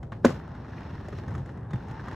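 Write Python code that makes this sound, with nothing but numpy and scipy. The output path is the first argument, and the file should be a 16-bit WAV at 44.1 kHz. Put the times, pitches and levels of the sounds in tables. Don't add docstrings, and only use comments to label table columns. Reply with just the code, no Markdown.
import sys
import numpy as np
from scipy import signal
from scipy.fft import rfft, irfft
from scipy.io import wavfile

SR = 44100
rng = np.random.default_rng(int(sys.argv[2]) if len(sys.argv) > 2 else 0)


def transcribe(u):
    v = np.clip(np.atleast_2d(u).T, -1, 1)
    q = np.round(v * 32767).astype(np.int16)
    wavfile.write(sys.argv[1], SR, q)


N = 94815
T = np.arange(N) / SR

# time in seconds, then the levels of the low growl,
# the wheel roar and the gritty hiss, all in dB.
ROLLING_LEVELS = [(0, -41.5, -68, -89), (.11, -43.5, -70, -91), (0.161, -37, -58, -75),
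                  (0.221, -42, -64, -82), (0.266, -30, -47.5, -53.5), (0.419, -46.5, -47.5, -69),
                  (.6, -42, -50.5, -69), (.8, -45, -47.5, -64), (1.0, -41.5, -48.5, -64.5),
                  (1.14, -40, -51, -66.5), (1.185, -37, -50, -56.5), (1.22, -40, -48, -68),
                  (1.371, -33, -49.5, -71.5), (1.44, -39.5, -54.5, -73), (1.5, -37, -51.5, -69),
                  (1.649, -39.5, -51, -87), (1.8, -42.5, -52, -69), (1.958, -42.5, -46.5, -66),
                  (2.15, -45, -43.5, -60.5)]
# frequency in Hz, relative level in dB.
CRACK_TONE = [(100, -23), (600, 4.5), (1000, 1.5), (1400, 3.5), (1900, -1), (2400, -10), (3300, -16),
              (4300, -21), (8000, -45.5)]
# frequency in Hz, relative level in dB.
TICK_TONE = [(1500, -27.5), (3200, 3.5), (4500, -4.5), (6500, 0), (7500, -4), (8400, -12), (10500, -10.5),
             (12300, -2.5), (13500, 0.5)]


def amp(db):
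    return 10 ** (np.asarray(db) / 20)


def unit(x):
    return x / np.sqrt(np.mean(x ** 2) + 1e-20)


def read(points, hz):
    f, value = np.transpose(points)
    return np.interp(np.log(hz + 1), np.log(f + 1), value)


def add(mix, s, sound):
    part = mix[max(round(s * SR), 0):][:len(sound)]
    part += sound[:len(part)]


def colour(x, points):
    hz = np.fft.rfftfreq(len(x), 1 / SR)
    return unit(irfft(rfft(x) * amp(read(points, hz)), len(x)))


def drift(hz):
    slowness = 1 + (np.fft.rfftfreq(N, 1 / SR) / hz) ** 4
    return unit(irfft(rfft(rng.standard_normal(N)) / slowness, N))


def fading(t, t60):
    return np.exp(-np.log(1000) * t / t60)


def rumble():
    # frequency in Hz, relative level in dB.
    rumble_tone = [(20, -48), (32, -45), (50, 1.5), (75, 3.5), (130, 0.5), (220, -10.5), (400, -15.5),
                   (850, -19), (1500, -39), (3000, -73), (7000, -86), (14000, -73)]
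    rumble_db = -43
    return amp(rumble_db) * colour(rng.standard_normal(N), rumble_tone)


def grains(spread_db=3, grains_per_s=5000):
    size = amp(spread_db * np.minimum(rng.exponential(1, N), 5))
    hit = rng.random(N) < grains_per_s / SR
    return size * rng.choice([-1., 1.], N) * hit


def rolling(bump_hz=35, growl_bump_db=0.0, roar_bump_db=1.25, grit_bump_db=1.23):
    # frequency in Hz, relative level in dB.
    growl_tone = [(40, -29.5), (70, -2), (100, -0.5), (135, -0.5), (190, -7.5), (250, -16), (400, -19.5),
                  (800, -33.5), (2000, -65)]
    roar_tone = [(100, 1.5), (250, 10), (430, -1), (620, -7.5), (880, 3.5), (1250, -2.5), (1850, -3.5),
                 (2350, -21), (3500, -27), (8000, -66)]
    grit_tone = [(800, -15), (2000, -0.5), (2750, 4.5), (3200, -2), (4200, 0), (4800, -8.5), (5300, -0.5),
                 (7200, -16), (8600, -25.5), (10500, -35.5), (12200, -6.5), (13500, -17)]
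    s, *levels = np.transpose(ROLLING_LEVELS)
    tones = (growl_tone, roar_tone, grit_tone)
    depths_db = (growl_bump_db, roar_bump_db, grit_bump_db)
    bumps = drift(bump_hz)
    shared_grains = grains()
    out = np.zeros(N)
    for level, tone, depth_db in zip(levels, tones, depths_db):
        loudness = amp(np.interp(T, s, level) + depth_db * bumps)
        out += loudness * colour(shared_grains + grains(), tone)
    return out


def pebbles(spread_db=3, tick_db=-14):
    pebbles_per_s, kinds = 30, 12
    pebble_db = 2.5
    rise_s, t60_s = 0.0005, 0.011
    s, _, roar_db, _ = np.transpose(ROLLING_LEVELS)
    size = amp(np.interp(T, s, roar_db) + spread_db * np.minimum(rng.exponential(1, N), 2))
    hit = rng.random(N) < pebbles_per_s / SR
    kind = rng.integers(0, kinds, N)
    t = np.arange(1024) / SR
    envelope = fading(t, t60_s) * (1 - np.exp(-t / rise_s))
    out = np.zeros(N)
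    for k in range(kinds):
        clack = colour(rng.standard_normal(len(t)), CRACK_TONE)
        clack += amp(tick_db) * colour(rng.standard_normal(len(t)), TICK_TONE)
        out += signal.oaconvolve(size * hit * (kind == k), clack * envelope)[:N]
    return amp(pebble_db) * out


def blow(thump_hz, thump_db, boot_db, crack_db, crack_hz, tick_db):
    # frequency in Hz, level in dB, time to fade by 60 dB in seconds.
    boot_modes = [(346, -7, .07), (531, -2, .048), (711, -13, .05), (1046, -9, .035), (1196, -9, .03),
                  (1420, -7, .02), (1500, -15, .028), (1772, -25, .035), (2192, -29, .04), (2341, -28, .04)]
    thump_rise_cycles, thump_cycles, boot_rise_s = 0.55, 1.364, 0.0011
    crack_rise_s, crack_t60_s, tick_rise_s, tick_t60_s = 0.0012, 0.03, 0.00088, 0.03
    crack_peak_db, crack_peak_octaves = 6, .3
    rattles_per_s, rattle_t60_s = 900, 0.26
    crack_rattle_db, tick_rattle_db = -21, -20.5
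    t = np.arange(8192) / SR

    cycles = thump_hz * t
    thump_rise = 1 - np.exp(-(cycles / thump_rise_cycles) ** 2)
    thump_fade = np.exp(-(cycles / (2 * thump_cycles)) ** 2)
    thump = thump_rise * thump_fade * np.sin(2 * np.pi * cycles) / 2

    boot = np.zeros(len(t))
    for hz, db, t60 in boot_modes:
        boot += amp(db) * fading(t, t60) * np.sin(2 * np.pi * hz * t)
    boot *= 1 - np.exp(-t / boot_rise_s)

    hz = np.geomspace(100, 16000, 100)
    peak = crack_peak_db * np.exp(-(np.log2(hz / crack_hz) / crack_peak_octaves) ** 2)
    peaked_tone = np.transpose([hz, read(CRACK_TONE, hz) + peak])

    contact, crush, chips = rng.standard_normal((3, len(t)))
    chips = chips * (rng.random(len(t)) < rattles_per_s / SR)
    rattle_fade = fading(t, rattle_t60_s)

    crack = colour(contact, peaked_tone) * fading(t, crack_t60_s)
    crack += amp(crack_rattle_db) * colour(chips, CRACK_TONE) * rattle_fade
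    crack *= 1 - np.exp(-t / crack_rise_s)

    tick = colour(crush, TICK_TONE) * fading(t, tick_t60_s)
    tick += amp(tick_rattle_db) * colour(chips, TICK_TONE) * rattle_fade
    tick *= (1 - np.exp(-t / tick_rise_s)) ** 2
    return amp(thump_db) * thump + amp(boot_db) * boot + amp(crack_db) * crack + amp(tick_db) * tick


def echo(x):
    # frequency in Hz, time to fade by 60 dB in seconds.
    echo_times = [(100, 0.28), (400, 0.52), (1500, 0.37), (6000, 0.17), (12000, 0.61)]
    echo_db, swell_s = -22, 0.0073
    hz, t, bands = signal.stft(rng.standard_normal(SR // 2), SR, nperseg=256)
    bands = bands * fading(t, read(echo_times, hz)[:, None])
    tail = signal.istft(bands, SR, nperseg=256)[1]
    tail = tail * np.minimum(np.arange(len(tail)) / SR / swell_s, 1) ** 2
    return amp(echo_db) * signal.fftconvolve(x, tail / np.linalg.norm(tail))[:N]


def squeak():
    # start in seconds, length in seconds, first pitch in Hz, last pitch in Hz, level in dB.
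    squeak_row = (1.68, .13, 3750, 3480, -73)
    start, length, first_hz, last_hz, db = squeak_row
    progress = np.clip((T - start) / length, 0, 1)
    wobble = 1 + .014 * drift(250)
    hz = (first_hz + (last_hz - first_hz) * progress) * wobble
    swell = np.sin(np.pi * progress)
    return amp(db) * 2 * swell * np.sin(2 * np.pi * np.cumsum(hz) / SR)


def whir():
    # time in seconds, pitch in Hz, level in dB.
    whir_path = [(1.72, 820, -57), (1.87, 850, -53), (1.98, 895, -48), (2.04, 980, -53), (2.15, 1030, -56)]
    # pitch ratio to the path, relative level in dB.
    whir_strands = [(.93, -7), (1, -1.5), (1.06, -6)]
    width_hz = 42
    waver, waver_hz = .015, 15
    s, path_hz, db = np.transpose(whir_path)
    out = np.zeros(N)
    for ratio, strand_db in whir_strands:
        hz = ratio * np.interp(T, s, path_hz) * (1 + waver * drift(waver_hz))
        phase = 2 * np.pi * np.cumsum(hz) / SR
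        fuzzy = drift(width_hz / 2) * np.cos(phase) + drift(width_hz / 2) * np.sin(phase)
        out += amp(strand_db) * fuzzy
    return out * amp(np.interp(T, s, db, left=-120))


def spread(x, apart):
    scatter_s = .03
    scatter = rng.standard_normal(N) * np.exp(-T / scatter_s)
    scatter = scatter / np.linalg.norm(scatter)
    share = amp(read(apart, np.fft.rfftfreq(2 * N, 1 / SR)))
    side = irfft(rfft(x, 2 * N) * rfft(scatter, 2 * N) * share)[:N]
    return np.array([x + side, x - side])


def scene():
    # start in seconds, thump pitch in Hz, thump level in dB, boot ring level in dB,
    # crack level in dB, crack pitch in Hz, tick level in dB.
    landing = [(0.2433, 700, -27, -31, -32, 1300, -39), (0.2468, 432, 0.5, -4, -15, 1230, -27),
               (0.2498, 243, -7, -24, -26, 1100, -22), (.2540, 243, -4.5, -19, -24, 596, -30),
               (.2620, 247, -12, -37, -24, 2400, -56)]
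    knocks = [(0.029, 276, -36.5, -58, -37, 846, -51), (0.1197, 244, -30.5, -35, -31, 1010, -49.5),
              (0.127, 210, -49, -57, -36.5, 1800, -66), (0.2627, 94, -22.5, -44, -46, 1500, -62),
              (0.2746, 237, -18, -46, -45, 1500, -66), (.2840, 406, -21, -44, -33, 2600, -55),
              (.2925, 428, -18.5, -32, -30, 1730, -42), (0.303, 249, -19.5, -28, -34.5, 1110, -41),
              (0.549, 200, -30.5, -61, -42, 1640, -64), (0.646, 198, -41, -64, -41, 1820, -70),
              (0.734, 194, -37, -60, -41, 1790, -72), (.7800, 323, -38, -39, -39.5, 2500, -66),
              (0.819, 297, -31, -52, -43, 1900, -67), (1.0517, 142, -25.5, -58, -42, 1890, -58),
              (1.0837, 610, -22.5, -48, -38, 1960, -44), (1.0862, 393, -27.5, -35, -39, 620, -65),
              (1.1280, 403, -26.5, -39, -37.5, 1400, -52), (1.177, 139, -39, -58, -50, 3200, -56),
              (1.185, 133, -34, -53, -39, 4170, -50), (1.28, 305, -30, -46, -34, 1630, -47),
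              (1.306, 132, -40, -53, -40, 1900, -54), (1.3392, 129, -48, -54, -45, 2000, -53),
              (1.35, 153, -25.5, -58, -33, 1210, -45.5), (1.379, 118, -21.5, -40, -44, 1790, -51),
              (1.402, 124, -21, -54, -50, 1500, -65), (1.458, 135, -49, -53, -43.5, 2020, -52.5),
              (1.491, 139, -40, -45, -42, 1600, -57), (1.7066, 135, -27, -45, -39, 990, -49),
              (1.7324, 340, -23.5, -53, -33.5, 2070, -44.5), (1.7353, 175.6, -13.5, -38.5, -38, 700, -65),
              (1.7410, 124, -13, -44, -38, 600, -61), (1.7564, 197, -26, -55, -40.5, 2690, -52),
              (1.8038, 139, -31, -63, -40.5, 1600, -73), (1.882, 139, -44, -58, -41, 2000, -51),
              (1.91, 144, -27, -61, -44, 2230, -47.5), (1.995, 140, -25, -52, -37, 1700, -70),
              (2.0825, 214, -27.5, -52, -32.5, 1250, -46.5), (2.1111, 201, -40, -52, -34.5, 1770, -50),
              (2.1288, 304, -31.5, -40, -36.5, 1000, -51)]
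    # frequency in Hz, share in dB.
    apart_blows = [(60, -32), (200, -30), (450, -20), (700, -11), (1400, -22), (2000, -18), (2800, -7),
                   (4000, -7), (5000, -2), (6000, -13), (8000, -13), (12000, -18)]
    apart_roll = [(25, -14), (60, -24), (125, -31), (260, -25), (400, -14), (500, -10), (690, -4),
                  (1000, -7), (1400, -17), (2000, -20), (2800, -8), (4000, -8), (5000, -2), (6000, -13),
                  (8000, -14), (10000, -7), (12000, -15)]
    blows = np.zeros(N)
    for s, *row in landing + knocks:
        add(blows, s, blow(*row))
    wheels = rolling() + pebbles() + squeak() + whir()
    around = echo(blows + wheels) + rumble()
    return spread(blows, apart_blows) + spread(wheels + around, apart_roll)


def record(dry):
    # frequency in Hz, lead of the left port in radians.
    port_phase = [(0, 0), (7500, 0), (10000, -1.4), (11500, -2.6), (12500, -2.95)]
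    # frequency in Hz, left minus right level in dB.
    port_balance = [(60, 0), (300, .1), (520, 1.8), (750, 1.8), (1400, .1), (2500, -.2), (4000, .8),
                    (5000, 2.4), (6000, 1), (12000, 0)]
    edge_hz = 12900
    hz = np.fft.rfftfreq(2 * N, 1 / SR)
    port = amp(read(port_balance, hz) / 2) * np.exp(.5j * read(port_phase, hz))
    ends = np.clip(np.minimum(T, T[-1] - T) / .003, 0, 1)
    heard = irfft(rfft(dry * ends, 2 * N) * np.array([port, 1 / port]))[:, :N]
    low_pass = signal.firwin(255, edge_hz, window=("kaiser", 8), fs=SR)
    return signal.oaconvolve(heard, low_pass[None], "same")


dry = scene()
out = record(dry)
transcribe(out)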